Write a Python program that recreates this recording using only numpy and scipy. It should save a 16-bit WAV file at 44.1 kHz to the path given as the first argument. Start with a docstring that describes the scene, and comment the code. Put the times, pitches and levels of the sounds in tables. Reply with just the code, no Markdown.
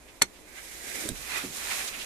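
"""Over a faint hum and hiss, a metal window latch snaps free close by in a small bathroom.
A sleeve-like rustle rises and the sash slides open in three swelling strokes of fine hiss and
coarser scraping, made of dense tiny slips. The frame knocks softly in its low modes, the stay ticks
home, and the opening lets in a low outdoor rumble. Close walls add short reflections."""
import sys
import numpy as np
from scipy import signal
from scipy.fft import rfft, irfft, next_fast_len
from scipy.io import wavfile
from scipy.ndimage import uniform_filter1d

SR = 44100
rng = np.random.default_rng(int(sys.argv[2]) if len(sys.argv) > 2 else 0)


def pcm_store(signal):
    """Save signal as 16-bit PCM."""
    levels = np.round(np.clip(np.atleast_2d(signal), -1, 1) * 32767)
    wavfile.write(sys.argv[1], SR, levels.astype(np.int16).T)


N = 90404


def undb(db):
    """Decibels to gain."""
    return 10 ** (np.asarray(db) / 20)


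def unit(x):
    """Scale to rms 1."""
    return x / np.sqrt(np.mean(x ** 2))


def pan(db):
    """Channel gains for a right-minus-left level."""
    return undb(np.array([[-db], [db]]) / 2)


def curve(rows):
    """Gain over time from (time [s], level [dB]) rows."""
    return undb(np.interp(np.arange(N) / SR, *np.array(rows).T))


def colour(x, rows):
    """Filter by (frequency [Hz], gain [dB]) rows; one gain column, or left and right."""
    hz, *columns = np.array(rows, float).T
    size = next_fast_len(x.shape[1], True)
    log_f = np.log(np.fft.rfftfreq(size, 1 / SR) + 1)
    gain = undb([np.interp(log_f, np.log(hz), db) for db in columns])
    return irfft(rfft(x, size) * gain, size)[:, :x.shape[1]]


def resonate(x, rows):
    """Filter by (centre [Hz], half-width [Hz], left [dB], right [dB]) resonances, to rms 1."""
    size = next_fast_len(N, True)
    f, power = np.fft.rfftfreq(size, 1 / SR) + 1, 0
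    for hz, half_width_hz, left_db, right_db in rows:
        response = 1 / (1 + ((f / hz - hz / f) * hz / (2 * half_width_hz)) ** 2)
        power = power + (response * undb([[left_db], [right_db]])) ** 2
    return unit(irfft(rfft(x, size) * np.sqrt(power), size)[:, :N])


def wander(hz):
    """Smooth random drift, rms 1."""
    size = int(SR / hz)
    return unit(uniform_filter1d(uniform_filter1d(rng.standard_normal(N), size), size))


def decay(t, t60_s):
    """Exponential fall, 60 dB in t60_s."""
    return np.exp(-np.log(1000) * t / t60_s)


def ring(t, hz, t60_s):
    """One decaying mode."""
    return np.sin(2 * np.pi * hz * t) * decay(t, t60_s)


def add(out, start_s, sound):
    """Mix a short sound in at its start time."""
    i = int(start_s * SR)
    out[:, i:i + sound.shape[-1]] += sound[..., :N - i]


def background():
    """Quiet hiss, partly common to both channels, and a wavering low hum."""
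    # hiss spectrum (frequency [Hz], gain [dB])
    air_spectrum = [(20, 3.5), (45, 6), (85, -3.5), (160, -5.5), (300, 2.5), (500, -0.5), (1100, -8.5),
                    (2200, -23.5), (4500, -23), (10000, -23), (15000, -54)]
    air_db, hum_hz, hum_db, waver_db = -55, 58.24, -62, 4.5
    t = np.arange(N) / SR
    noise = rng.standard_normal((2, N)) + 1.08 * rng.standard_normal(N)
    air = undb(air_db) * unit(colour(noise, air_spectrum))
    hum = np.sqrt(2) * np.sin(2 * np.pi * hum_hz * t) * undb(hum_db + waver_db * wander(hz=11))
    return air + hum * pan(db=1.5)


def latch():
    """Each metal contact cracks and adds to a brief ring."""
    # latch and stay contacts (time [s], level [dB], tilt [dB/octave], right minus left [dB])
    contacts = [(0.2145, -26, -3.5, 15.5), (0.2187, 1, -5, -1.5), (0.2211, 1, 1.5, 0),
                (0.2218, -8, -1.5, 9), (0.2333, -25, -12, 5), (1.0894, -22.5, 5.5, 13)]
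    # latch modes (frequency [Hz], left [dB], right [dB], t60 [s])
    modes = [(900, -19, -16.5, 0.013), (1447, -25, -21, 0.0493), (1790, -9, -5.5, 0.018),
             (2055, -7.5, -2.5, 0.019), (2340, -27.5, -8.5, 0.026), (3545, -14.5, -9, 0.036),
             (4318, 4, 5, 0.012), (5350, -5, -18, 0.0154), (5810, -8, 0, 0.015), (6425, -20, 0.5, 0.017),
             (7500, -17.5, -6, 0.014), (8000, -27, 1, 0.014), (8230, -7, -2, 0.0224),
             (9940, -13, -1, 0.0226)]
    # crack spectrum (frequency [Hz], gain [dB])
    crack_spectrum = [(100, -14), (260, -6.5), (600, 0.5), (1200, -7.5), (2000, 7), (3200, 2.5), (4500, -1),
                      (7500, 8), (9000, -8), (10000, 0), (12200, 0), (15000, -14)]
    ring_db, crack_db, crack_t60_s, pivot_hz = -18.5, -14.5, 0.02376, 4000
    out, t = np.zeros((2, N)), np.arange(N // 16) / SR
    for start_s, db, tilt_db, pan_db in contacts:
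        tilted = [(hz, gain_db + tilt_db * np.log2(max(hz, pivot_hz / 4) / pivot_hz))
                  for hz, gain_db in crack_spectrum]
        noise = unit(colour(rng.standard_normal((2, len(t))), tilted))
        hit = undb(crack_db) * noise * decay(t, crack_t60_s)
        scene_t = t + int(start_s * SR) / SR  # common clock: contacts reinforce each mode
        for k, (hz, left_db, right_db, t60_s) in enumerate(modes):
            gain = undb(np.array([[left_db], [right_db]]) + ring_db + tilt_db * np.log2(hz / pivot_hz))
            stereo_rad = np.array([[0], [k * np.pi * 2 / 7]])
            hit += gain * np.sin(2 * np.pi * hz * scene_t + stereo_rad) * decay(t, t60_s)
        add(out, start_s, undb(db) * pan(pan_db) * hit)
    return out


def frame():
    """Soft knocks ring the frame's low modes; dull bumps ring one mode each."""
    # knocks (time [s], level [dB], pitch [Hz])
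    knocks = [(0.2209, -32, 269), (1.0508, -30.5, 310), (1.090, -29.5, 253), (1.107, -35, 265),
              (1.121, -38, 242), (1.4389, -28.5, 273), (1.461, -36, 203), (1.487, -37.5, 185)]
    # frame modes (ratio to pitch, gain [dB], t60 [s])
    modes = [(.72, -12, 0.19), (1.001, 4, 0.059), (1.33, -5, 0.11), (1.77, -5.5, 0.068),
             (2.15, -14, 0.0455)]
    # bumps (time [s], level [dB], frequency [Hz], t60 [s])
    bumps = [(.22, -46.5, 124, 0.12), (1.052, -42.5, 110, .06), (1.091, -34, 144, 0.044),
             (1.1158, -33, 114, 0.042), (1.116, -43.5, 40, 0.35), (1.191, -52.5, 150, 0.166)]
    rise_s = 0.00267
    out, t = np.zeros((2, N)), np.arange(N // 8) / SR
    attack = 1 - np.exp(-t / rise_s)
    for start_s, db, hz in knocks:
        body = sum(undb(mode_db) * ring(t, hz * ratio, t60_s) for ratio, mode_db, t60_s in modes)
        add(out, start_s, undb(db) * body * attack * pan(db=4))
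    for start_s, db, hz, t60_s in bumps:
        add(out, start_s, undb(db) * ring(t, hz, t60_s) * pan(db=17.5))
    return out


def friction():
    """Dense tiny slips over smooth rubbing, with fluttering pressure."""
    slips_per_s, slip_share, flutter_db = 2500, 0.2, 1
    slips = (rng.random(N) < slips_per_s / SR) * rng.standard_normal((2, N))
    smooth = rng.standard_normal((2, N))
    rub = np.sqrt(slip_share) * unit(slips) + np.sqrt(1 - slip_share) * smooth
    return rub * undb(flutter_db * wander(hz=41.7))


def sash_slide():
    """Light sliding hisses; harder rubbing scrapes through the sash's resonances."""
    # hiss envelope (time [s], level [dB])
    hiss_levels = [(0, -62.5), (.44, -61), (.53, -54.5), (.57, -52.5), (.8, -46.5), (.97, -40.5),
                   (1.04, -39.5), (1.095, -43), (1.115, -49.5), (1.24, -45.5), (1.375, -39.5), (1.45, -43),
                   (1.51, -47.5), (1.58, -40.5), (1.72, -38), (1.885, -41.5), (1.91, -46), (2.05, -44.5)]
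    # hiss spectrum (frequency [Hz], left [dB], right [dB])
    hiss_spectrum = [(150, -13.5, -10), (324, -5, -3), (695, 0, -1.5), (1090, -10.5, -4), (1810, -6, 2.5),
                     (2970, -3, 1), (3980, -8, 4), (4340, -3.5, 0), (5500, -3.5, 2.5), (7200, -2, 4.5),
                     (9150, -3.5, 1.5), (9840, -1.5, 5), (10940, -8.5, -2.5), (12000, -1, -2),
                     (14660, -8.5, -6)]
    # scrape envelope (time [s], level [dB])
    scrape_levels = [(0, -66), (.44, -67), (.56, -59), (.66, -62), (.96, -63), (1.07, -55), (1.12, -57),
                     (1.26, -50.5), (1.32, -40), (1.375, -38), (1.425, -44), (1.52, -58), (1.6, -45.5),
                     (1.68, -42.5), (1.715, -38.5), (1.76, -43), (1.815, -42), (1.86, -47), (1.905, -48.5),
                     (2.01, -49.5), (2.05, -52.5)]
    # sash resonances (centre [Hz], half-width [Hz], left [dB], right [dB])
    sash_resonances = [(1020, 490, -13, -7.5), (1367, 730, -16, -3), (1800, 270, -9.5, -3),
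                       (2034, 170, -13, 2), (2470, 157, -11, 4.5), (2750, 630, -7, -18),
                       (3810, 840, -11.5, -8)]
    hiss = unit(colour(friction(), hiss_spectrum)) * curve(hiss_levels)
    scrape = resonate(friction(), sash_resonances) * curve(scrape_levels)
    return undb(db=5) * (hiss + scrape)


def rustle_and_frame_rub():
    """Friction gives a rising, sleeve-like rustle before the stay clicks, and the frame's hollow drag."""
    # rustle resonances (centre [Hz], half-width [Hz], left [dB], right [dB])
    rustle_resonances = [(1640, 120, -22, 0.5), (2050, 220, -26, 3), (2300, 146, -25, 0.5)]
    # rustle envelope (time [s], level [dB])
    rustle_levels = [(.44, -65), (.5, -53.5), (.75, -52.5), (.96, -42), (1.09, -46.5), (1.11, -75)]
    # frame resonances (centre [Hz], half-width [Hz], left [dB], right [dB])
    frame_resonances = [(205, 64, -12, -11), (276, 140, 0, 5.5), (390, 147, -1, 5), (683, 73, 3.5, -5)]
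    # drag envelope (time [s], level [dB])
    drag_levels = [(0, -84), (.55, -71), (.8, -58), (.9, -51), (1.05, -46.5), (1.14, -60), (1.26, -68),
                   (1.36, -47), (1.52, -68), (1.72, -60), (1.9, -55), (2.05, -51.5)]
    rub = friction()
    rustle = resonate(rub, rustle_resonances) * curve(rustle_levels)
    drag = resonate(rub, frame_resonances) * curve(drag_levels)
    return rustle + drag


def sash_catches():
    """The slide catches: brief Gaussian swells of band-limited friction."""
    # catches (time [s], level [dB], sigma [s], centre [Hz], width [Hz])
    catches = [(0.093, -54.5, 0.013, 2260, 2580), (0.367, -56.5, 0.02, 2630, 3000),
               (0.587, -44.5, 0.015, 1970, 1500), (1.386, -48, 0.014, 2600, 3000),
               (1.711, -36, 0.013, 2300, 2200), (1.884, -35, 0.0074, 4750, 4500),
               (1.946, -41, 0.013, 2500, 1520), (2.011, -38.5, 0.017, 2960, 2500)]
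    out, t = np.zeros((2, N)), np.arange(N) / SR
    snag = friction()
    for peak_s, db, sigma_s, hz, width_hz in catches:
        swell = np.exp(-.5 * np.minimum(((t - peak_s) / sigma_s) ** 2, 20))
        out += undb(db) * swell * resonate(snag, [(hz, width_hz / 2, 0, 0)])
    return out * pan(db=6)


def outdoor_rumble():
    """Low outdoor noise fades in as the sash opens."""
    # rumble spectrum (frequency [Hz], gain [dB])
    spectrum = [(20, -6), (60, 1), (110, -2.5), (190, -3.5), (260, 0), (450, -24), (1500, -42), (8000, -70)]
    open_db, start_s, fade_s = -59, 0.98, 0.46
    opening = np.clip((np.arange(N) / SR - start_s) / fade_s, 0, 1)
    rumble = unit(colour(rng.standard_normal((2, N)), spectrum))
    return undb(open_db) * rumble * opening * pan(db=3)


def stay():
    """The stay rings briefly as it clicks home."""
    # stay modes (frequency [Hz], left [dB], right [dB], t60 [s])
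    modes = [(637, -7, -17, 0.025), (1605, -14, -11, 0.028), (3740, -19, -1.5, 0.02),
             (8000, -10, 1, 0.0058), (8860, -7.5, 0, 0.0095), (13000, -12, -5, .008)]
    start_s, gain_db = 1.0893, -22
    out, t = np.zeros((2, N)), np.arange(N // 16) / SR
    for hz, left_db, right_db, t60_s in modes:
        add(out, start_s, undb([[left_db], [right_db]]) * ring(t, hz, t60_s))
    return undb(gain_db) * out


def room(x):
    """Short, damped reflections from close walls."""
    wet_db, t60_s, delay_s, damping_hz = -19.5, 0.0877, 0.005, 6900
    t = np.arange(N // 4) / SR
    tail = rng.standard_normal((2, len(t))) * decay(t, t60_s) * (t > delay_s)
    tail = signal.sosfilt(signal.butter(1, damping_hz, fs=SR, output="sos"), tail)
    tail /= np.sqrt(np.sum(tail ** 2) / 2)
    return undb(wet_db) * signal.fftconvolve(x, tail, axes=1)[:, :N]


def scene():
    """The window in its room, over the background and outdoor rumble."""
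    window = latch() + frame() + sash_slide() + rustle_and_frame_rub() + sash_catches() + stay()
    return window + room(window) + background() + outdoor_rumble()


def record(dry):
    """Low-pass, clip the highest peaks, low-pass again."""
    cutoff_hz, ceiling = 14100, 0.85
    lowpass = signal.ellip(10, .1, 80, cutoff_hz, fs=SR, output="sos")
    clipped = np.clip(signal.sosfilt(lowpass, dry), -ceiling, ceiling)
    return signal.sosfilt(lowpass, clipped)


dry = scene()
out = record(dry)
pcm_store(out)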